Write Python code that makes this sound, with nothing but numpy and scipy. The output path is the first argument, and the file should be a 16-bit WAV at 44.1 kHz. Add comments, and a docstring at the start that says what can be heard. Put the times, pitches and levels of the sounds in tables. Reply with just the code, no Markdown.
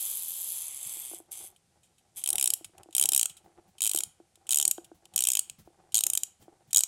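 """A small plastic clockwork toy whirs close by, over a wooden tray, its escapement rattling the case. A hand
cups it, shifting the colour; the whir runs down in just over a second, then gives two short spurts. From 2.2 s
fingers wind the key in seven uneven twists: a pawl snaps over the ratchet teeth and rings the hollow shell.
Around the twists the hands bump and rub the toy, loose parts tick and the pawl settles. A small, quiet room
answers the clicks."""
import sys
import numpy as np
from scipy import signal
from scipy.fft import rfft, irfft
from scipy.io import wavfile
from scipy.ndimage import uniform_filter1d, map_coordinates

SR = 44100
rng = np.random.default_rng(int(sys.argv[2]) if len(sys.argv) > 2 else 0)


def transcribe(signal):
    """Save signal, clipped to [-1, 1], as a 16-bit WAV file at the path in sys.argv[1]."""
    frames = np.atleast_2d(signal).T
    limited = np.clip(frames, -1, 1)
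    pcm = np.round(limited * 32767).astype(np.int16)
    wavfile.write(sys.argv[1], SR, pcm)


N = 302967
TIME = np.arange(N) / SR

# resonances of the hollow shell: f/Hz, width/Hz, level/dB at colour 0 (brighter), level/dB at colour 1
SHELL_MODES = [(864, 590, -25, -26.5), (1400, 230, -24.5, -24.5), (2543, 330, -13.5, -15),
               (3143, 324, -4.5, -8), (3810, 340, -8.5, -9.5), (4430, 600, -16, -15.5),
               (5070, 170, -10.5, -14), (5640, 350, -10.5, -11.5), (6900, 410, -5, 2.5),
               (7430, 150, -2.5, -6.5), (8170, 900, -1, -1.5), (9540, 500, 2, -7), (10500, 150, -4, -10.5),
               (11130, 1100, -4, -14), (13240, 1200, -11, -12), (13850, 290, -15.5, -22.5),
               (16300, 490, -5.5, -20)]
# one curve for each twist of the key: t/s, teeth passed, snap level/dB
KEY_TWISTS = [
    [(2.2387, 0, -27), (2.26, 1, -25), (2.3032, 4, -22), (2.3817, 7, -25), (2.441, 11, -21),
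     (2.4746, 13, -20), (2.5027, 14, -20.5), (2.5365, 15, -20.5)],
    [(2.95, 0, -23), (3.0121, 4, -18), (3.0377, 6, -20), (3.0558, 7, -18), (3.0888, 8, -21),
     (3.1192, 9, -23), (3.1473, 11, -18), (3.1769, 13, -18), (3.2294, 16, -21), (3.2564, 17, -24)],
    [(3.8056, 0, -30), (3.8189, 1, -23), (3.874, 7, -23), (3.9139, 9, -22.5), (3.9339, 10, -26),
     (3.9868, 14, -25), (4.005, 15, -24.5), (4.035, 16, -24.5)],
    [(4.4915, 0, -26), (4.5069, 1, -23), (4.5309, 4, -22), (4.6259, 11, -22), (4.678, 13, -18.5),
     (4.7113, 14, -19)],
    [(5.1606, 0, -21), (5.1775, 1, -23), (5.1895, 2, -22), (5.238, 5, -22), (5.251, 6, -24),
     (5.2705, 7, -19.5), (5.3333, 11, -22), (5.3704, 13, -23), (5.3918, 14, -21)],
    [(5.944, 0, -19), (5.9885, 5, -23), (6.0071, 6, -23), (6.066, 8, -21), (6.1341, 10, -23),
     (6.1512, 11, -23), (6.1742, 12, -22), (6.2333, 13, -23.5)],
    [(6.7305, 0, -23), (6.7604, 2, -14), (6.7898, 5, -20), (6.8064, 6, -19), (6.8353, 7, -21)],
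]


def amp(db):
    """Decibels to gain."""
    return 10 ** (np.asarray(db) / 20)


def unit(x):
    """Scales to rms 1."""
    return x / np.sqrt(np.mean(x ** 2) + 1e-20)


def envelope(rows):
    """Gain curve through rows of t/s, level/dB; silent outside them."""
    return amp(np.interp(TIME, *np.transpose(rows), left=-np.inf, right=-np.inf))


def at_hz(points, hz):
    """Reads rows of f/Hz, value on a log-frequency axis."""
    f, value = np.transpose(points)
    return np.interp(np.log(hz + 1), np.log(f + 1), value)


def add(mix, s, sound):
    """Lays a sound into the mix at time s."""
    part = mix[max(round(s * SR), 0):][:len(sound)]
    part += sound[:len(part)]


def coloured(x, eq):
    """Shapes x with an EQ curve of f/Hz, level/dB, at rms 1."""
    gain = amp(at_hz(eq, np.fft.rfftfreq(len(x), 1 / SR)))
    return unit(irfft(rfft(x) * gain, len(x)))


def body_ring(modes, blend, tilt_db=0, size=1024):
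    """Impulse response of a plastic body, blended between two states; the treble tilts by dB per octave."""
    hz = np.fft.rfftfreq(size, 1 / SR)
    f, width, first_db, second_db = np.transpose(modes)[:, :, None]
    peaks = amp(first_db + blend * (second_db - first_db)) / (1 + ((hz - f) / width) ** 2 * 2)
    gain = np.sqrt((peaks ** 2).sum(0)) * amp(tilt_db * np.log2(np.maximum(hz, 2500) / 8000))
    log_gain = np.log(np.r_[gain, gain[-2:0:-1]] + 1e-5)
    response = np.fft.ifft(np.exp(np.conj(signal.hilbert(log_gain)))).real  # minimum phase
    return response / np.linalg.norm(response)


def contact(t, rise_s, fall_s):
    """Envelope of a rattling contact: it swells and dies within a few milliseconds."""
    attack = np.sin(np.pi / 2 * np.minimum(t / rise_s, 1)) ** 2
    return attack * np.exp(-np.maximum(t - rise_s, 0) / fall_s)


def room_tone(level_db=-72):
    """The quiet room: a low murmur under faint hiss."""
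    # spectrum of the room's air: f/Hz, level/dB
    air_eq = [(20, -17.5), (45, -12.5), (80, 3.5), (150, -0.5), (200, -1.5), (270, -8.5), (350, -18),
              (480, -9.5), (800, -18), (1600, -17), (5000, -17), (9000, -14.5), (12000, -23.5),
              (15000, -46.5)]
    return amp(level_db) * coloured(rng.standard_normal(N), air_eq)


def room_reverb(x, wet_db=-17, build_s=0.0025):
    """Adds a diffuse tail that swells after the direct sound and dies sooner in the treble."""
    # decay of the room: f/Hz, t60/s
    decay = [(300, 0.24), (1500, 0.75), (4000, 0.29), (8000, 0.25), (15000, 0.19)]
    hz, t, noise = signal.stft(rng.standard_normal(SR // 2), SR, nperseg=256)
    colour_db = at_hz([(1000, 0.00084), (2800, -5), (5000, 0.0061)], hz)[:, None]
    fade_db = 60 * t / at_hz(decay, hz)[:, None]
    tail = signal.istft(noise * amp(colour_db - fade_db), SR, nperseg=256)[1]
    tail *= 1 - np.exp(-(np.arange(len(tail)) / SR / build_s) ** 2)
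    return x + amp(wet_db) * signal.oaconvolve(x, tail / np.linalg.norm(tail))[:N]


def skin_rub(grains_per_s=900, clump_db=4.5, hold_db=-74, turn_db=-63.5, trim_db=-2):
    """Skin sticks and slips in clumps of grains: faint while holding, more on twists and shifts of grip."""
    # fingers slide to a new grip: centre t/s, length/s, level/dB
    slides = [(1.056, 0.45, -64.5), (1.43, 0.33, -63), (2.397, 0.4, -54.5), (2.79, .14, -57.5),
              (3.08, 0.21, -51.5), (3.52, 0.32, -62.5), (4.556, 0.4, -63), (5.122, 0.3, -62),
              (5.818, 0.29, -59.5), (6.55, 0.44, -67)]
    rub_eq = [(30, -11), (90, -6.5), (200, -8.5), (265, -31.5), (335, 3.5), (450, -9.5), (620, -6.5),
              (790, 1.5), (1000, -13.5), (1450, -16.5), (2100, -22.0), (15000, -61.5)]
    grip = unit(uniform_filter1d(rng.standard_normal(N), size=1300))
    grains = (rng.random(N) < grains_per_s / SR) * rng.standard_normal(N)
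    rub = coloured(grains * amp(clump_db * np.clip(grip, -2, 2)), rub_eq)
    turning = sum(envelope([(twist[0][0], turn_db), (twist[-1][0], turn_db)]) for twist in KEY_TWISTS)
    sliding = sum(amp(db) * np.cos(np.pi * np.clip((TIME - s) / length, -.5, .5))
                  for s, length, db in slides)
    return rub * np.sqrt(amp(hold_db) ** 2 + turning ** 2 + sliding ** 2) * amp(trim_db)


def fidgets(db, count, spread_db=1.5):
    """Small chance movements of the hands from the first twist on: rows of t/s, level/dB."""
    when, force = rng.random((count, 2)).T
    start = KEY_TWISTS[0][0][0]
    times = start + (np.arange(count) + when) / count * (N / SR - start)
    return list(zip(times, db + spread_db * (2 * force - 1)))


def hand_thuds(swell_s=0.012):
    """The flesh of the hand gives dull thuds, short swells of low noise."""
    # soft pushes of the hands: t/s, level/dB
    pushes = [(.855, -61), (3.293, -62.5), (3.94, -56), (4.839, -65), (5.583, -51.5), (5.95, -62),
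              (6.41, -58), (6.755, -59)]
    thud_eq = [(25, -18.5), (80, -6.0), (140, -2.5), (200, -5.5), (300, -24), (900, -32.5)]
    pressure, t = np.zeros(N), np.arange(SR // 5) / SR
    for s, db in list(pushes) + fidgets(db=-62.5, count=18):
        add(pressure, s, amp(db) * t / swell_s * np.exp(1 - t / swell_s))
    return pressure * coloured(rng.standard_normal(N), thud_eq)


def hand_bumps(rise_s=0.0003, hard_db=-28, dulling=.3, low_cut_hz=230):
    """Soft blows ring the low modes, the softer the duller; so small a body radiates little bass."""
    # the hands bump toy and tray: t/s, level/dB
    blows = [(.967, -48), (1.114, -41.5), (1.135, -36), (1.202, -42), (2.61, -44.5), (2.859, -46.5),
             (2.888, -43.5), (3.048, -39), (3.122, -41.5), (3.475, -49.5), (3.584, -45.5), (3.947, -29.5),
             (4.201, -42.5), (4.7819, -29.5), (4.916, -38.5), (5.675, -41), (6.481, -42.5)]
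    # modes rung by a bump: f/Hz, level/dB, t60/s
    knock_modes = [(333, -3, 0.072), (480, -6.5, 0.0073), (620, -19, 0.0022), (710, 2, 0.014),
                   (1480, -13, 0.016)]
    out, t = np.zeros(N), np.arange(SR // 5) / SR
    hz, mode_db, t60 = np.transpose(knock_modes)[:, :, None]
    sign = (-1) ** np.arange(len(hz))[:, None]  # neighbouring modes swing in opposite directions
    for s, db in list(blows) + fidgets(db=-55.5, count=12):
        detune, spot = rng.standard_normal((2, len(hz), 1))
        dull_db = dulling * (db - hard_db) * (hz / 1000) ** 2
        fade = amp(mode_db + dull_db + 1.5 * spot - 60 * t / t60)
        modes = sign * fade * np.sin(2 * np.pi * hz * (1 + .015 * detune) * t)
        add(out, s, amp(db) * modes.sum(0) * (1 - np.exp(-t / rise_s)))
    return signal.sosfilt(signal.butter(2, low_cut_hz, "high", fs=SR, output="sos"), out)


def shell_ticks(slack_lead_s=.023, slack_db=-46, slack_decay_s=0.0068):
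    """Small ticks ring the shell: loose parts shift, the pawl settles shortly after a twist, and the key takes
    up its slack before each twist."""
    # small ticks in the shell, from loose parts and the pawl settling after a twist: t/s, level/dB, decay/s
    small_ticks = [(1.562, -57, 0.0061), (1.832, -62, 0.027), (1.982, -60, 0.011), (2.645, -34.5, 0.0055),
                   (2.781, -43.5, 0.0027), (2.833, -43.5, 0.0021), (2.909, -53.5, .003),
                   (3.296, -41, 0.0096), (3.368, -47.5, 0.011), (4.356, -50, .003), (4.779, -45, 0.0033),
                   (4.845, -47, 0.0061), (5.055, -43.5, 0.002), (5.498, -27, 0.0018), (6.424, -60.5, 0.014)]
    key_ticks = [(twist[0][0] - slack_lead_s, slack_db, slack_decay_s) for twist in KEY_TWISTS]
    scrapes, t = np.zeros(N), np.arange(SR // 10) / SR
    for s, db, decay_s in list(small_ticks) + key_ticks:
        add(scrapes, s, amp(db) * np.exp(-t / decay_s) * rng.standard_normal(len(t)))
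    return signal.oaconvolve(scrapes, body_ring(SHELL_MODES, 0.24, tilt_db=-4.5))[:N]


def palm_comb(whir, above_hz=5500):
    """The nearing palm reflects the treble and sweeps a comb of notches upward."""
    # echo from the palm as it closes round the toy: t/s, delay/s, strength 0-1
    reflection = [(.4, .00031, 0.05), (.55, .0003, .25), (.75, 0.000278, .45), (1.0, 0.000251, .4),
                  (1.12, 0.00024, 0)]
    s, *columns = np.transpose(reflection)
    delay, strength = (np.interp(TIME, s, column) for column in columns)
    treble = signal.sosfiltfilt(signal.butter(2, above_hz, "high", fs=SR, output="sos"), whir)
    echo = map_coordinates(treble, [(TIME - delay) * SR], order=3)
    return (whir + strength * echo) / np.hypot(1, strength)


def escapement(drive, beats_per_s=345, at_db=-36, halving_db=14, jitter_s=.0002, uneven_db=3.2, limp_db=-3):
    """The anchor's two pallets hit the teeth in turn, one harder; the beat slows as the drive fades."""
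    rate = beats_per_s * 2 ** ((20 * np.log10(drive + 1e-9) - at_db) / halving_db)
    beats = np.flatnonzero(np.diff(np.floor(np.cumsum(rate) / SR)))
    slip, force = rng.standard_normal((len(beats), 2)).T
    hits = np.clip(beats + (jitter_s * SR * slip).astype(int), 0, N - 1)
    pallet = np.arange(len(beats)) % 2
    blows = np.zeros(N)
    blows[hits] = amp(uneven_db * np.minimum(force, 2) + limp_db * pallet)
    burst = contact(np.arange(SR // 100) / SR, rise_s=.0005, fall_s=.00065)
    rattle = signal.oaconvolve(blows, burst)[:N] * rng.standard_normal(N)
    # the spring delivers a steady power, however it is shared among the blows
    return rattle / np.sqrt(uniform_filter1d(rattle ** 2, size=3200) + 1e-9)


def clockwork_whir(mesh_db=-5, rattle_tilt_db=5, mesh_tilt_db=-3, cup_start_s=0.54, cup_length_s=0.19):
    """Bright escapement rattle and the duller hiss of sliding gear teeth ring the case as a hand cups it."""
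    # force of the gears, one curve for each time the key runs free: t/s, level/dB
    free_runs = [
        [(0, -33), (.12, -33.5), (.26, -37), (.56, -35), (.72, -40.5), (.8, -41), (.88, -37.5), (1.16, -44),
         (1.2, -57), (1.26, -82)],
        [(1.305, -69), (1.318, -41.5), (1.47, -46.5), (1.52, -69.5)],
        [(2.14, -88), (2.168, -41.5), (2.185, -38.5), (2.22, -50.5), (2.25, -55)],
    ]
    # case resonances rung by the gears: f/Hz, width/Hz, level/dB held loosely, level/dB cupped
    case_modes = [(890, 650, -24.5, -19.5), (2170, 230, -59, -16.5), (2527, 450, -21, -15.5),
                  (3340, 520, -10.5, -8), (4000, 700, -16, -23.5), (4900, 1400, -15.5, -15),
                  (6290, 310, -8.5, -5), (7580, 880, -3, -4.5), (8200, 450, -13.5, -2.5),
                  (9250, 660, -2.5, -0.5), (10590, 620, 2, 0.5), (11900, 1100, 0, -5.5),
                  (12610, 900, -33, -11.5), (14800, 1300, -20, -28.5)]
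    drive = sum(envelope(run) for run in free_runs)
    rattle = escapement(drive)
    mesh = amp(mesh_db) * rng.standard_normal(N)
    gain = drive / np.hypot(1, amp(mesh_db))
    cupping = np.clip((TIME - cup_start_s) / cup_length_s, 0, 1)
    whir = np.zeros(N)
    for layer, tilt_db in ((rattle, rattle_tilt_db), (mesh, mesh_tilt_db)):
        loose, cupped = (signal.oaconvolve(gain * layer, body_ring(case_modes, state, tilt_db))[:N]
                         for state in (0, 1))
        whir += (1 - cupping) * loose + cupping * cupped
    return whir


def pawl_snap(colour, tilt_db, rise_s=0.0012, fall_s=0.0019, bounce_s=0.0013, bounce_gain=0.2, spot_db=2):
    """The pawl strikes, bounces once and rings the shell, whose colour shifts with grip and key angle."""
    t = np.arange(500) / SR
    after_bounce = np.maximum(t - bounce_s * (.5 + rng.random()), 0)
    chatter = contact(t, rise_s, fall_s) + bounce_gain * contact(after_bounce, rise_s / 2, fall_s / 2)
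    # every tooth is met at another spot, which favours other resonances
    modes = np.array(SHELL_MODES, float)
    modes[:, 2:] += spot_db * rng.standard_normal((len(modes), 1))
    snap = signal.fftconvolve(chatter * rng.standard_normal(len(t)), body_ring(modes, colour, tilt_db))
    return snap / np.linalg.norm(snap) * np.sqrt(0.0054 * SR)  # the energy of 5.4 ms at rms 1


def teeth(twist):
    """Times and levels at which the turning key lets each tooth slip under the pawl."""
    s, passed, db = np.transpose(twist)
    tooth = np.arange(passed[-1] + 1)
    return zip(np.interp(tooth, passed, s), np.interp(tooth, passed, db))


def ratchet(uneven_db=1.46, usual_db=-23, tilt_per_db=0.48, scatter_db=1.03, lead_s=.0003, trim_db=0.04):
    """The key winds the spring with one snap of the pawl per tooth, brighter when harder."""
    # each twist: shell colour 0-1 at its start, at its end, treble tilt/dB per octave
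    twist_colours = [(0, 0.152, .3), (0, .75, .4), (0.301, 0.2, 1.5), (.5, .7, 1), (.75, .7, 1.33),
                     (.9, 0.7, 0.5), (1, .95, 0.5)]
    out = np.zeros(N)
    for twist, (colour_from, colour_to, grip_tilt_db) in zip(KEY_TWISTS, twist_colours):
        for s, db in teeth(twist):
            force, slant = np.clip(rng.standard_normal(2), -2, 2)
            db += uneven_db * force
            tilt_db = grip_tilt_db + tilt_per_db * (db - usual_db) + scatter_db * slant
            colour = np.interp(s, [twist[0][0], twist[-1][0]], [colour_from, colour_to])
            add(out, s - lead_s, amp(db + trim_db) * pawl_snap(colour, tilt_db))
    return out


def scene():
    """Toy and hands in a quiet room, in mono."""
    toy = palm_comb(clockwork_whir()) + ratchet() + shell_ticks()
    handling = hand_bumps() + skin_rub() + hand_thuds()
    return (room_reverb(toy + handling) + room_tone())[None]


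def record(dry):
    """A steep low-pass trims the very top of the treble."""
    edge_hz = 15950
    low_pass = signal.firwin(255, edge_hz, window=("kaiser", 9), fs=SR)
    return signal.oaconvolve(dry, low_pass[None], "same")


dry = scene()
out = record(dry)
transcribe(out)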